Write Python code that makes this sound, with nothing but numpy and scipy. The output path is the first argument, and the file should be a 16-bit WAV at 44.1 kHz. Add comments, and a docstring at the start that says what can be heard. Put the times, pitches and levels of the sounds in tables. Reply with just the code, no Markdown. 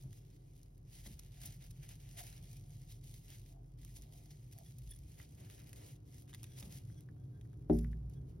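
"""Inside a hamster's cage, very close to a pair of microphone ports, the animal noses about in a dish
set in wood shavings. Its short strokes crackle with tiny fractures and single shavings snap. Its body
brushes the dish, a claw squeaks, paws pat, and light taps and a few thin whistles sound. Near the end
a bump rings the cage's panels and shakes the shavings. Room rumble and a far motor lie underneath."""
import sys
import numpy as np
from scipy import signal
from scipy.fft import rfft, irfft, next_fast_len
from scipy.io import wavfile

SR = 44100
rng = np.random.default_rng(int(sys.argv[2]) if len(sys.argv) > 2 else 0)


def to_wav(sig):
    """Store sig (one row per channel, or 1-D mono) as 16-bit WAV at the path in sys.argv[1].

    Samples outside -1..1 are clipped; the rate is SR.
    """
    pcm = np.clip(np.atleast_2d(sig), -1, 1) * 32767
    pcm = np.round(pcm).astype(np.int16)
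    wavfile.write(sys.argv[1], SR, pcm.T)  # frames by channels


N = 370440
TIME = np.arange(N) / SR
STEP = 20   # samples between envelope points

# the bright spectrum of dry shavings: f/Hz, level/dB
DRY_SHAVINGS = [(900, -6.5), (1500, -16), (2200, -2), (3500, -1.5), (5000, 5.5), (6200, 9.5), (8000, 9),
                (10500, 8), (12500, 4.5), (14500, 4), (16000, 5)]


def rustle():
    """Shavings rub and crack in clumps, denser when stirred briskly; stray ones settle by themselves."""
    # spectra of shavings crushed under weight, and of those off to the sides: f/Hz, level/dB
    crunch_tone = [(300, 11.5), (500, 15.5), (750, 18.5), (1100, 3), (2200, 10), (3000, 9.5), (6000, -46)]
    aside_tone = [(500, 3.5), (900, 2), (1400, -9.5), (2400, 3), (3500, 9), (5000, 5), (7500, -14.5),
                  (9000, -4), (11000, -7), (13000, -1.5), (15000, -10.5)]
    stir, press = stirring()
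    per_s = 9000 * np.sqrt(stir / from_db(-65))
    crisp = (from_db(-.5) * colour(grains(per_s, spread_db=1.5), DRY_SHAVINGS)
             + from_db(-16) * slivers(per_s=700, cycles=44, spread_db=4.5)
             + from_db(-11) * crinkle(grains(per_s, spread_db=3.5), width_hz=220, patchy_db=11.5))
    crunch = colour(grains(per_s, spread_db=2.5), crunch_tone)
    # by way of the walls, each port gets a crackle of its own
    side_grains = np.array([grains(per_s, spread_db=1.5), grains(per_s, spread_db=3.5)])
    aside = from_db(-8) * colour(side_grains, aside_tone)
    stray = from_db(-94) * colour(grains(per_s=8, spread_db=1), DRY_SHAVINGS)
    clumps = giving_way(per_s=150, fall_s=.0015)
    close = ports(stir * shifting(crisp, split_hz=5800, sway_db=2))
    return clumps * (close + stir * aside) + ports(press * crunch + stray)


def stirring():
    """Strokes add up over light fidgeting: the gains of the crisp rustle and of the dull crunch."""
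    # pushes of nose or paw: t/s, length/s, rustle/dB, crunch over rustle/dB
    strokes = [(0.0, 0.0075, -67, -32), (0.116, 0.064, -71, -25), (0.25, 0.01, -87, -24),
               (.32, .045, -77, -24), (0.55, 0.02, -74.5, -24), (0.917, 0.086, -62, -12),
               (1.04, 0.03, -59.5, -11), (1.084, 0.057, -65, -12), (1.168, 0.12, -72.5, -6.5),
               (1.321, 0.11, -67.5, -8), (1.413, 0.067, -59, -7.5), (1.498, 0.052, -68, -8),
               (1.605, 0.048, -62, -8), (1.75, 0.11, -74, -3), (1.826, 0.01, -60, -2),
               (1.896, 0.023, -58, -6.5), (1.995, 0.16, -67, -6.5), (2.175, 0.021, -51.5, -9),
               (2.23, 0.055, -59, -6), (2.298, 0.083, -65, -5.5), (2.419, 0.16, -66.5, -16),
               (2.703, 0.046, -70, -20), (2.79, 0.045, -75.5, -5), (2.886, 0.036, -62, -25),
               (3.038, 0.14, -65, -31), (3.222, 0.055, -69, -23), (3.283, 0.068, -60.5, -8),
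               (3.37, 0.068, -73, -26), (3.461, 0.042, -69.5, -28), (3.785, 0.13, -69.5, -28),
               (3.954, 0.018, -61.5, -26), (4.019, 0.022, -66.5, -24), (4.116, 0.073, -68, -21),
               (4.305, 0.0094, -63, -29), (4.508, 0.097, -72, -24), (4.646, 0.066, -69, -26),
               (4.816, 0.16, -74, -26), (5.077, 0.066, -70.5, -10), (5.175, 0.059, -63, -5),
               (5.376, 0.096, -68, -3), (5.496, 0.052, -63, -7), (5.565, 0.057, -70.5, 2),
               (5.662, 0.033, -66.5, -5), (5.76, 0.019, -62, -4), (5.802, 0.11, -64.5, -8),
               (6.116, 0.07, -68, -12), (6.283, 0.021, -68, -3), (6.36, 0.2, -71.5, -7),
               (6.569, 0.014, -56, -8), (6.615, 0.049, -62, -11), (6.699, 0.072, -60.5, -9),
               (6.87, 0.15, -76, -14), (7.916, 0.0086, -75, -15), (8.112, 0.024, -74.5, -10),
               (8.28, 0.02, -73.5, -16)]
    # spells of fidgeting: t/s, length/s, rustle/dB
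    fidgets = [(0.0, 0.36, -75.5), (0.39, 0.28, -79.5), (0.867, 2.1, -73.5), (3.018, 0.51, -73.5),
               (3.82, 2.13, -74), (6.063, 0.17, -73), (6.303, 0.6, -75.5)]
    rest_db, idle_crunch_db = -84, -18.5
    crisp = from_db(rest_db) ** 2 + sum((from_db(db) * held(s, length)) ** 2 for s, length, db in fidgets)
    dull = crisp * from_db(idle_crunch_db) ** 2
    for s, length, db, crunch_db in strokes:
        power = (from_db(db) * held(s, length)) ** 2
        crisp += power
        dull += power * from_db(crunch_db) ** 2
    return [np.interp(TIME, TIME[::STEP], np.sqrt(power)) for power in (crisp, dull)]


def grains(per_s, spread_db):
    """Tiny fractures at random, mostly small and a few large; rms 1."""
    out, born = np.zeros(N), rng.random(N) < per_s / SR
    chance = rng.uniform(-1, 1, N)[born]
    out[born] = np.sign(chance) * from_db(spread_db * np.minimum(-np.log(np.abs(chance)), 4.5))
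    return rms_one(out / np.sqrt(per_s))


def slivers(per_s, cycles, spread_db):
    """Single slivers ring briefly, each at its own pitch, the higher ones louder; rms 1."""
    when, pitch, size = rng.random((round(per_s * N / SR), 3)).T
    hz, age = 1700 * 8 ** pitch, np.arange(400)
    turns = hz[:, None] * age / SR
    height = from_db(-spread_db * np.log(np.maximum(size, .02)) + 12 * pitch)
    rings = height[:, None] * from_db(-60 * turns / cycles) * np.sin(2 * np.pi * turns)
    at = (when * N).astype(int)[:, None] + age
    return rms_one(np.bincount(at.ravel(), rings.ravel(), N)[:N])


def crinkle(x, width_hz, patchy_db):
    """Bending shavings ring at pitches that come and go, each in its own time; rms 1."""
    out = 0
    for hz in np.geomspace(2100, 6000, 8):
        ring = signal.lfilter(*signal.iirpeak(hz, hz / width_hz, fs=SR), x)
        out += from_db(patchy_db * np.tanh(drift(30))) * ring
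    return rms_one(out)


def giving_way(per_s, fall_s, rise_s=.00056):
    """A contact gives way and settles: a gain with quick rises and short decays."""
    starts = (rng.random(N) < per_s / SR) * np.minimum(rng.exponential(1, N), 2.5)
    rise, fall = np.exp(-1 / (rise_s * SR)), np.exp(-1 / (fall_s * SR))
    power = signal.lfilter([1 - rise], [1, -rise - fall, rise * fall], starts ** 2 + 1e-18)
    return rms_one(np.sqrt(.64 + power))


def shifting(x, split_hz, sway_db):
    """Now coarse shavings, now fine ones are touched: the lower and upper rustle sway apart."""
    low = signal.lfilter(*signal.butter(1, split_hz, fs=SR), x)
    return from_db(sway_db * drift(16)) * low + from_db(sway_db * drift(16)) * (x - low)


def snaps():
    """Shavings crack or scuff; thick ones add a woody ring, the thinnest a glassy top."""
    # single shavings snapping: t/s, level/dB, dullness/dB, tail/dB
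    cracks = [(0.037, -53, -18, -19), (0.1298, -47.5, 1, -19), (0.578, -59, -12, -10),
              (0.632, -51, -20, -19), (0.7792, -58.5, -15, -12), (1.1925, -46, -7, -7.5),
              (1.416, -42.5, -6, -9), (1.8911, -43, -2, -11), (2.531, -43, -15, -22), (3.396, -52, -5, -12),
              (3.8493, -39.5, -6, -28), (4.0215, -50, -13, -8), (4.5277, -54, -8, -16),
              (4.5342, -49, -1, -16), (4.5803, -50, -10, -22), (4.587, -43.5, -17, -27),
              (4.949, -54, -22, -15), (4.989, -54, -26, -14), (5.4998, -46, 2, -14), (5.693, -49, -12, -12),
              (5.7308, -44.5, -1.5, -6.5), (6.2218, -49.5, -5, -13), (6.278, -56, 7, -20),
              (6.3307, -46.5, 11, -20), (6.3383, -44, 6, -13), (6.347, -38.5, 2, -10),
              (6.4315, -43, -7, -6), (6.4415, -40, 3, -12), (6.469, -58, 2, -16), (6.627, -46.5, 4.5, -3.5),
              (7.0076, -48, -33, -30), (7.412, -56.5, 8, -13), (7.449, -68, -17, -10),
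              (7.5303, -62, -7, -10), (7.7, -52.5, 19, -9), (7.769, -47, -21, -18),
              (7.7872, -43.5, -8, -14), (7.7905, -48, 1, -10), (7.811, -59, -15, -16),
              (7.843, -57, -16, -13), (8.0983, -57, -14, -11)]
    # one shaving dragged over another: t/s, level/dB, dullness/dB, length/s
    scuffs = [(1.1953, -46.5, -13, 0.0016), (1.461, -47, -33, .0075), (1.7105, -53.5, -11, 0.0053),
              (2.193, -48, 4, 0.015), (4.527, -56.5, -8, 0.0064), (4.787, -57.5, -31, .004),
              (4.91, -55, -22, .004), (6.295, -57.5, 2, .003), (6.5995, -48.5, -15, 0.0024),
              (6.607, -49, -10, 0.0052), (7.54, -73, 8, 0.0015)]
    # spectra of thick and of thin shavings: f/Hz, level/dB
    woody_tone = [(900, -2.5), (1400, -2.5), (2000, 1.5), (2800, 2), (3800, 4), (5000, -41.5)]
    glassy_tone = [(9000, -7.5), (12500, -1), (15500, -4)]
    rise_s, fall_s, tail_s = .00022, .0005, .0055
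    thin_below_db = -30   # on the dullness scale
    crisp, woody, thin = np.zeros((3, N))
    age = TIME[:SR // 10] - 1 / 32
    after = np.maximum(age, 0)
    rise = np.exp(np.minimum(age, 0) / rise_s)
    fall, tail = np.exp(-after / fall_s), np.exp(-after / tail_s)
    bursts = [(s, db, dull_db, rise * (fall + from_db(tail_db) * tail))
              for s, db, dull_db, tail_db in cracks]
    bursts += [(s, db, dull_db, np.exp(-(age / length) ** 2)) for s, db, dull_db, length in scuffs]
    for s, db, dull_db, shape in bursts:
        burst = from_db(db) * shape / np.sqrt(1 + from_db(dull_db - 6) ** 2)
        at = round((s + age[0]) * SR)
        crisp[at:at + len(age)] += burst
        woody[at:at + len(age)] += burst * from_db(dull_db)
        thin[at:at + len(age)] += burst / (1 + from_db(dull_db - thin_below_db))
    return (from_db(-4) * colour(crisp * grains(per_s=25000, spread_db=0), DRY_SHAVINGS)
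            + from_db(-10.5) * colour(woody * rng.standard_normal(N), woody_tone)
            + from_db(4) * colour(thin * rng.standard_normal(N), glassy_tone))


def cage_bump():
    """A bump gives a short knock, then the panels take up the motion, the low modes slowest."""
    # panel modes: f/Hz, level/dB, t60/s, swell/s, left over right/dB, left lead/rad
    modes = [(57.42, -28.5, 1.34, 0.025, -1, 0), (93, -39, 0.35, 0.0076, 3, 0),
             (136.3, -38, 0.62, 0.0037, .4, 0), (161, -32.5, 0.83, 0.009, 0.8, 0),
             (203, -42, 0.7, .012, 3, 0), (233.5, -25, 0.44, 0.0082, 0.3, 0),
             (306, -22.5, 0.2, 0.006, 3, .15), (325, -29, 0.038, 0.0028, 3, 0),
             (369.6, -25.5, .22, 0.005, 5.5, -0.31), (417, -30.5, 0.312, .001, 1, -1.64),
             (575, -42, .27, 0.00066, 2, -0.98), (620, -47, 0.015, 0.00055, 4, 0.16),
             (726, -49, 0.24, .0005, -7, .75), (792, -53, 0.1, .001, 3, 0)]
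    # spectrum of the contact itself: f/Hz, level/dB
    knock_tone = [(120, 0.5), (300, 0.5), (480, -11.5), (620, -4), (850, -11.5), (1100, -30.5),
                  (2500, -42.5), (5000, -59)]
    bump_s, knock_pan_db = 7.6985, 3.5
    at = round(bump_s * SR)
    t, panels = TIME[:N - at], np.zeros((2, N))
    sides = np.array([[.5], [-.5]])
    for k, (hz, db, t60, swell, pan_db, lead) in enumerate(modes):
        envelope = from_db(db - 60 * t / t60) * (1 - np.exp(-t / swell))
        mode = envelope * np.sin(2 * np.pi * hz * t + lead * sides)
        panels[:, at:] += (-1) ** k * mode * from_db(pan_db * sides)
    knock = colour(clicks_at([(bump_s, 0)]), knock_tone)
    contact = from_db(-7.5) * knock + scatter(knock, t60=.13, wet_db=-3.5)
    return panels + from_db(knock_pan_db * sides) * contact


def shiver():
    """The bump shakes the loose shavings into a fine, light crackle."""
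    # the shakes: t/s, level/dB, length/s
    shakes = [(7.74, -66, 0.03), (7.795, -69, 0.074)]
    # their spectrum: f/Hz, level/dB
    tone = [(1300, -2), (1950, 1), (2600, -10), (4200, -7), (5500, 2), (7500, -2), (10500, 3), (15000, -3)]
    return ports(swells(shakes) * colour(grains(per_s=3700, spread_db=5), tone))


def paws():
    """Soft, low pats, each with a short thud of the dish."""
    # paws coming down: t/s, level/dB
    steps = [(0.042, -17), (1.061, -8.5), (1.44, -15.5), (3.985, -21), (5.349, -27), (5.412, -19),
             (5.732, -27), (6.625, -7)]
    # spectra of the soft pad and of the dish's low ring: f/Hz, level/dB
    pad_tone = [(110, 3), (170, 16), (210, 1), (290, -11), (380, -27), (500, -12.5), (800, -9.5)]
    thud_tone = [(55, 3.5), (85, -5), (160, 3), (210, -4.5), (300, -13.5), (450, -21)]
    clicks = clicks_at(steps)
    pats = from_db(-20) * colour(clicks, pad_tone)
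    thuds = from_db(1.5) * scatter(colour(clicks, thud_tone), t60=.3, wet_db=-9.5)[0]
    return pats + thuds + scatter(pats, t60=.85, wet_db=-11)


def taps():
    """Light woody ticks: a click and a brief rough scuff ring at a pitch of their own."""
    # the contacts: t/s, level/dB, f/Hz
    hits = [(5.2, -0.5, 1860), (6.900, -12.5, 1750), (7.088, -7, 1600), (7.165, -17, 1300),
            (7.452, -15, 1650), (7.532, -17.5, 1430), (7.846, -1.5, 1780), (7.931, -8.5, 1740)]
    # their ring: multiple of the pitch, level/dB
    ring = [(.45, -17), (.62, -8), (.85, -3), (1.15, -3), (1.35, -11), (1.6, -21), (2.6, -25)]
    scuff_s = .0029
    out, age = np.zeros(N), TIME[:SR // 10]
    for s, db, hz in hits:
        scuff = from_db(-57.5) * np.exp(-age / scuff_s) * rng.standard_normal(len(age))
        contact = from_db(-39) * (age == 0) + scuff
        tick = colour(contact, [(hz * ratio, level) for ratio, level in ring])[:len(age)]
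        out[round(s * SR):][:len(age)] += from_db(db) * tick
    return out + scatter(out, t60=.092, wet_db=-5)


def dish_scrapes():
    """The body catches unevenly on the dish and rings it hollow; faint high modes follow the stirring."""
    # high modes of the dish: f/Hz, width/Hz, level over rustle/dB
    modes = [(2030, 100, -28.5), (2175, 63, -27.5), (3106, 66, -23), (12100, 90, -18)]
    # swells of hollow ring, and of fur brushing the dish: t/s, level/dB, length/s
    rings = [(1.45, -70, 0.063), (2.2, -62, .04), (2.5, -81, 0.56), (3.57, -71.5, 0.081), (4.15, -77, 0.19),
             (4.59, -66, 0.041)]
    rubs = [(2.42, -80, .1), (4.15, -78.5, 0.11), (5.44, -73.5, 0.1), (5.66, -79, 0.052),
            (5.83, -69, 0.099), (6.66, -69, 0.1)]
    # the dull spectrum of a rub: f/Hz, level/dB
    rub_tone = [(350, 2.5), (520, 5.5), (750, -1.5), (1000, -6), (1300, -10), (1700, -17)]
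    sheen = stirring()[0] * sum(from_db(db) * resonant_noise(hz, width) for hz, width, db in modes)
    hollow = swells(rings) * np.array([resonant_noise(714, 104), resonant_noise(691, 120)])
    friction = np.array([grains(per_s=1500, spread_db=2.5) for port in range(2)])
    scuff = swells(rubs) * colour(friction, rub_tone)
    return giving_way(per_s=150, fall_s=.0024) * hollow + scuff + ports(sheen)


def claw_squeaks():
    """A claw slips on the dish in a quick run of tiny squeaks."""
    # the slips: t/s, level/dB, length/s, focus/Hz
    slips = [(4.664, -59, 0.0058, 5000), (4.684, -65, .007, 5400), (4.882, -72, .005, 9000),
             (4.898, -56, 0.0064, 7500), (4.914, -48, 0.0051, 8900), (4.921, -50.5, 0.0043, 3000),
             (4.939, -55, 0.003, 6000), (4.964, -62, .006, 9000)]
    # their partials: f/Hz, width/Hz, level/dB
    partials = [(1800, 87, -5), (3370, 110, -1.5), (5490, 160, -9), (9100, 350, -3), (10400, 160, 4),
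                (13000, 180, -3)]
    return squeaks(slips, partials)


def whistles():
    """Faint thin whistles, longer and purer than the claw's squeaks."""
    # the whistles: t/s, level/dB, length/s, focus/Hz
    notes = [(6.525, -68, 0.058, 4500), (6.915, -72, 0.032, 6500), (6.985, -68, 0.029, 4500),
             (7.22, -81, 0.04, 2700), (7.361, -75, 0.03, 1600), (8.174, -72, .018, 2900)]
    # their partials: f/Hz, width/Hz, level/dB
    partials = [(1600, 40, -1.5), (3348, 60, -3), (5850, 39, -3.5), (9500, 200, 2)]
    return squeaks(notes, partials)


def squeaks(rows, partials, db_per_octave=8):
    """Each squeak swells and fades on rough partials, weaker the farther they lie from its focus."""
    out, age = np.zeros(N), TIME[:SR // 4] - 1 / 8
    hz, width, level_db = np.transpose(partials)[:, :, None]
    for s, db, length, focus_hz in rows:
        # random steps of phase give each partial its width
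        blur = np.cumsum(rng.standard_normal((len(hz), len(age))), axis=1) * np.sqrt(np.pi * width / SR)
        gains = from_db(level_db - db_per_octave * np.abs(np.log2(hz / focus_hz)))
        tone = np.sum(gains * np.sin(2 * np.pi * hz * age + blur), axis=0)
        out[round((s + age[0]) * SR):][:len(age)] += from_db(db) * np.exp(-(age / length) ** 2) * tone
    return out * from_db(3.2 * drift(500) - 3)   # the level flutters


def far_motor():
    """A far motor drones, speeds up and fades."""
    # its run: t/s, f/Hz, level/dB
    run = [(0, 41.77, -61.5), (1.5, 42, -61.5), (3.5, 41.25, -58.5), (3.9, 46.34, -56.5), (4.3, 47.3, -65),
           (4.8, 52.4, -65), (8.4, 48.1, -90)]
    hz, db = in_time(run)
    return from_db(db + drift(5.1)) * np.sqrt(2) * np.sin(2 * np.pi * np.cumsum(hz) / SR)


def room():
    """Swaying building rumble, a low rush that sets the cage humming, and thin hiss."""
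    # spectra of the boom, the deepest rumble, the rush and the hiss: f/Hz, level/dB
    boom_tone = [(60, -17.5), (85, -6), (110, 3), (135, 3.5), (160, -5.5), (200, -18.5), (300, -29)]
    deep_tone = [(25, -46), (36, -12.5), (48, -1), (65, 0), (85, -12.5), (120, -21.5)]
    rush_tone = [(120, -2), (200, -4), (300, 2.5), (400, -4.5), (550, -15.5), (800, -25.5), (1300, -28.5),
                 (3000, -46)]
    hiss_tone = [(500, 21.5), (1200, 6.5), (2500, -1.5), (6000, -13), (7600, -49), (11000, -8), (14000, -7),
                 (16000, -4)]
    # level rides of the first three: t/s, level/dB
    boom_ride = [(0, -60), (0.06, -47), (0.16, -60), (0.9, -57.5), (2.4, -52.5), (3.7, -57), (4.6, -54),
                 (6.3, -56), (6.6, -51.5), (8.4, -49.5)]
    deep_ride = [(0, -70), (0.9, -70), (1.1, -60), (3.0, -67), (4.7, -65), (4.88, -53), (5.3, -62),
                 (7.4, -61.5), (7.7, -56)]
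    rush_ride = [(0, -71), (0.8, -74), (4.2, -72), (4.8, -74), (5.7, -67), (6.2, -69), (7.4, -67),
                 (8.4, -63.5)]
    # the cage's hum: f/Hz, width/Hz, level/dB
    hum_modes = [(240.2, 18, -10), (300.1, 16, -7.5), (375.3, 16, -14), (414.5, 20, -15), (723.6, 40, -22)]
    (boom_db,), (deep_db,), (rush_db,) = in_time(boom_ride), in_time(deep_ride), in_time(rush_ride)
    boom = from_db(boom_db) * wide_noise(boom_tone, side_db=-30)
    deep = from_db(deep_db) * wide_noise(deep_tone, side_db=-26.5)
    hum = sum(from_db(db) * resonant_noise(hz, width) for hz, width, db in hum_modes)
    rush = from_db(rush_db) * (from_db(-1) * wide_noise(rush_tone, side_db=-3.5) + hum)
    rumble = from_db(drift(8)) * (boom + deep)
    return rumble + rush + from_db(-85.5) * wide_noise(hiss_tone, side_db=8)


def scatter(x, t60, wet_db):
    """The short diffuse tail of the cage walls, different on each side."""
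    t = TIME[:SR // 4]
    tails = rng.standard_normal((2, len(t))) * from_db(-60 * t / t60)
    tails /= np.sqrt(np.sum(tails ** 2, axis=1, keepdims=True))
    return from_db(wet_db) * signal.fftconvolve(x[None], tails, axes=1)[:, :N]


def ports(x):
    """Close sounds reach the two ports equally loud but out of step, most of all in the treble."""
    # phase of the left port ahead of the right: f/Hz, lead/rad
    port_lead = [(900, -2.8), (1500, -1.3), (1900, 0.05), (2600, 1.2), (3200, .8), (4400, 1.1), (5000, -.2),
                 (6000, 1.35), (7100, 3.0), (7900, 3.25), (9000, 4.2), (10500, 6.1), (11500, 6.4),
                 (13000, 8.3), (14200, 9.4), (16000, 10.8)]
    size = next_fast_len(N + SR // 10)
    hz, lead = np.transpose(port_lead)
    turn = np.exp(.5j * np.interp(np.arange(size // 2 + 1) * SR / size, hz, lead))
    return irfft(rfft(x, size) * np.array([turn, turn.conj()]), size)[:, :N]


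def colour(x, spectrum):
    """Minimum-phase EQ with the given spectrum and unit power gain."""
    size = 2 ** 15
    hz, db = np.transpose(spectrum)
    grid = np.maximum(np.arange(size // 2 + 1) * SR / size, 1)
    skirts_db = 45 * np.maximum(np.log10(grid / hz[-1]), 0) + 40 * np.maximum(np.log10(hz[0] / grid), 0)
    gain = rms_one(from_db(np.interp(np.log(grid), np.log(hz), db) - skirts_db))
    # folding the cepstrum puts all ringing after the attack
    cepstrum = irfft(np.log(gain), size)
    cepstrum[1:size // 2] *= 2
    cepstrum[size // 2 + 1:] = 0
    response = irfft(np.exp(rfft(cepstrum)), size)[:size // 4]
    return signal.oaconvolve(x, np.array(response, ndmin=x.ndim), axes=-1)[..., :N]


def wide_noise(spectrum, side_db):
    """Steady stereo noise; side_db sets its width."""
    mid, side = colour(rng.standard_normal((2, N)), spectrum)
    return mid + from_db(side_db) * side * [[1], [-1]]


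def resonant_noise(hz, width_hz):
    """Noise twice through one resonance; rms 1."""
    r = np.exp(-np.pi * width_hz / SR)
    poles = [1, -2 * r * np.cos(2 * np.pi * hz / SR), r * r]
    return rms_one(signal.lfilter([1, 0, -1], poles, signal.lfilter([1], poles, rng.standard_normal(N))))


def held(start, length, attack_s=.012, release_s=.026):
    """A gain that swells, holds for the length of a movement and dies away."""
    age = TIME[::STEP] - start
    return .5 * (1 + np.tanh(age / attack_s)) * np.exp(-np.clip((age - length) / release_s, 0, 30))


def swells(rows):
    """A bell-shaped gain for each row of t/s, level/dB, length/s."""
    t = TIME[::STEP]
    bells = sum(from_db(db) * np.exp(-np.minimum(((t - s) / length) ** 2, 100)) for s, db, length in rows)
    return np.interp(TIME, t, bells)


def clicks_at(rows):
    """One click for each row of t/s, level/dB."""
    out = np.zeros(N)
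    for s, db in rows:
        out[round(s * SR)] = from_db(db)
    return out


def drift(per_s):
    """A random wander between points of spread 1."""
    knots = rng.standard_normal(N // 20)
    return np.interp(TIME * per_s, np.arange(len(knots)), knots)


def in_time(rows):
    """The columns of a curve, sample by sample."""
    s, *columns = np.transpose(rows)
    return [np.interp(TIME, s, c) for c in columns]


def from_db(db):
    return np.exp(np.asarray(db) * (np.log(10) / 20))


def rms_one(x):
    return x / np.sqrt(np.mean(x ** 2) + 1e-20)


def scene():
    """The animal is right at the ports; the cage and the room surround it."""
    # colour of reflections off the cage walls: f/Hz, level/dB
    wall_tone = [(500, 0), (2000, 2), (5000, 0), (7500, -14), (11000, -5), (15000, -14)]
    accents = snaps() + claw_squeaks() + whistles()
    walls = scatter(colour(accents, wall_tone), t60=.04, wet_db=-12)
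    close = rustle() + ports(accents) + dish_scrapes() + shiver() + taps() + paws()
    return close + walls + cage_bump() + far_motor() + room()


def record(dry):
    """A steep low-pass cuts the very top."""
    cutoff_hz = 15900
    return signal.sosfilt(signal.ellip(10, .2, 80, cutoff_hz, fs=SR, output="sos"), dry)


dry = scene()
out = record(dry)
to_wav(out)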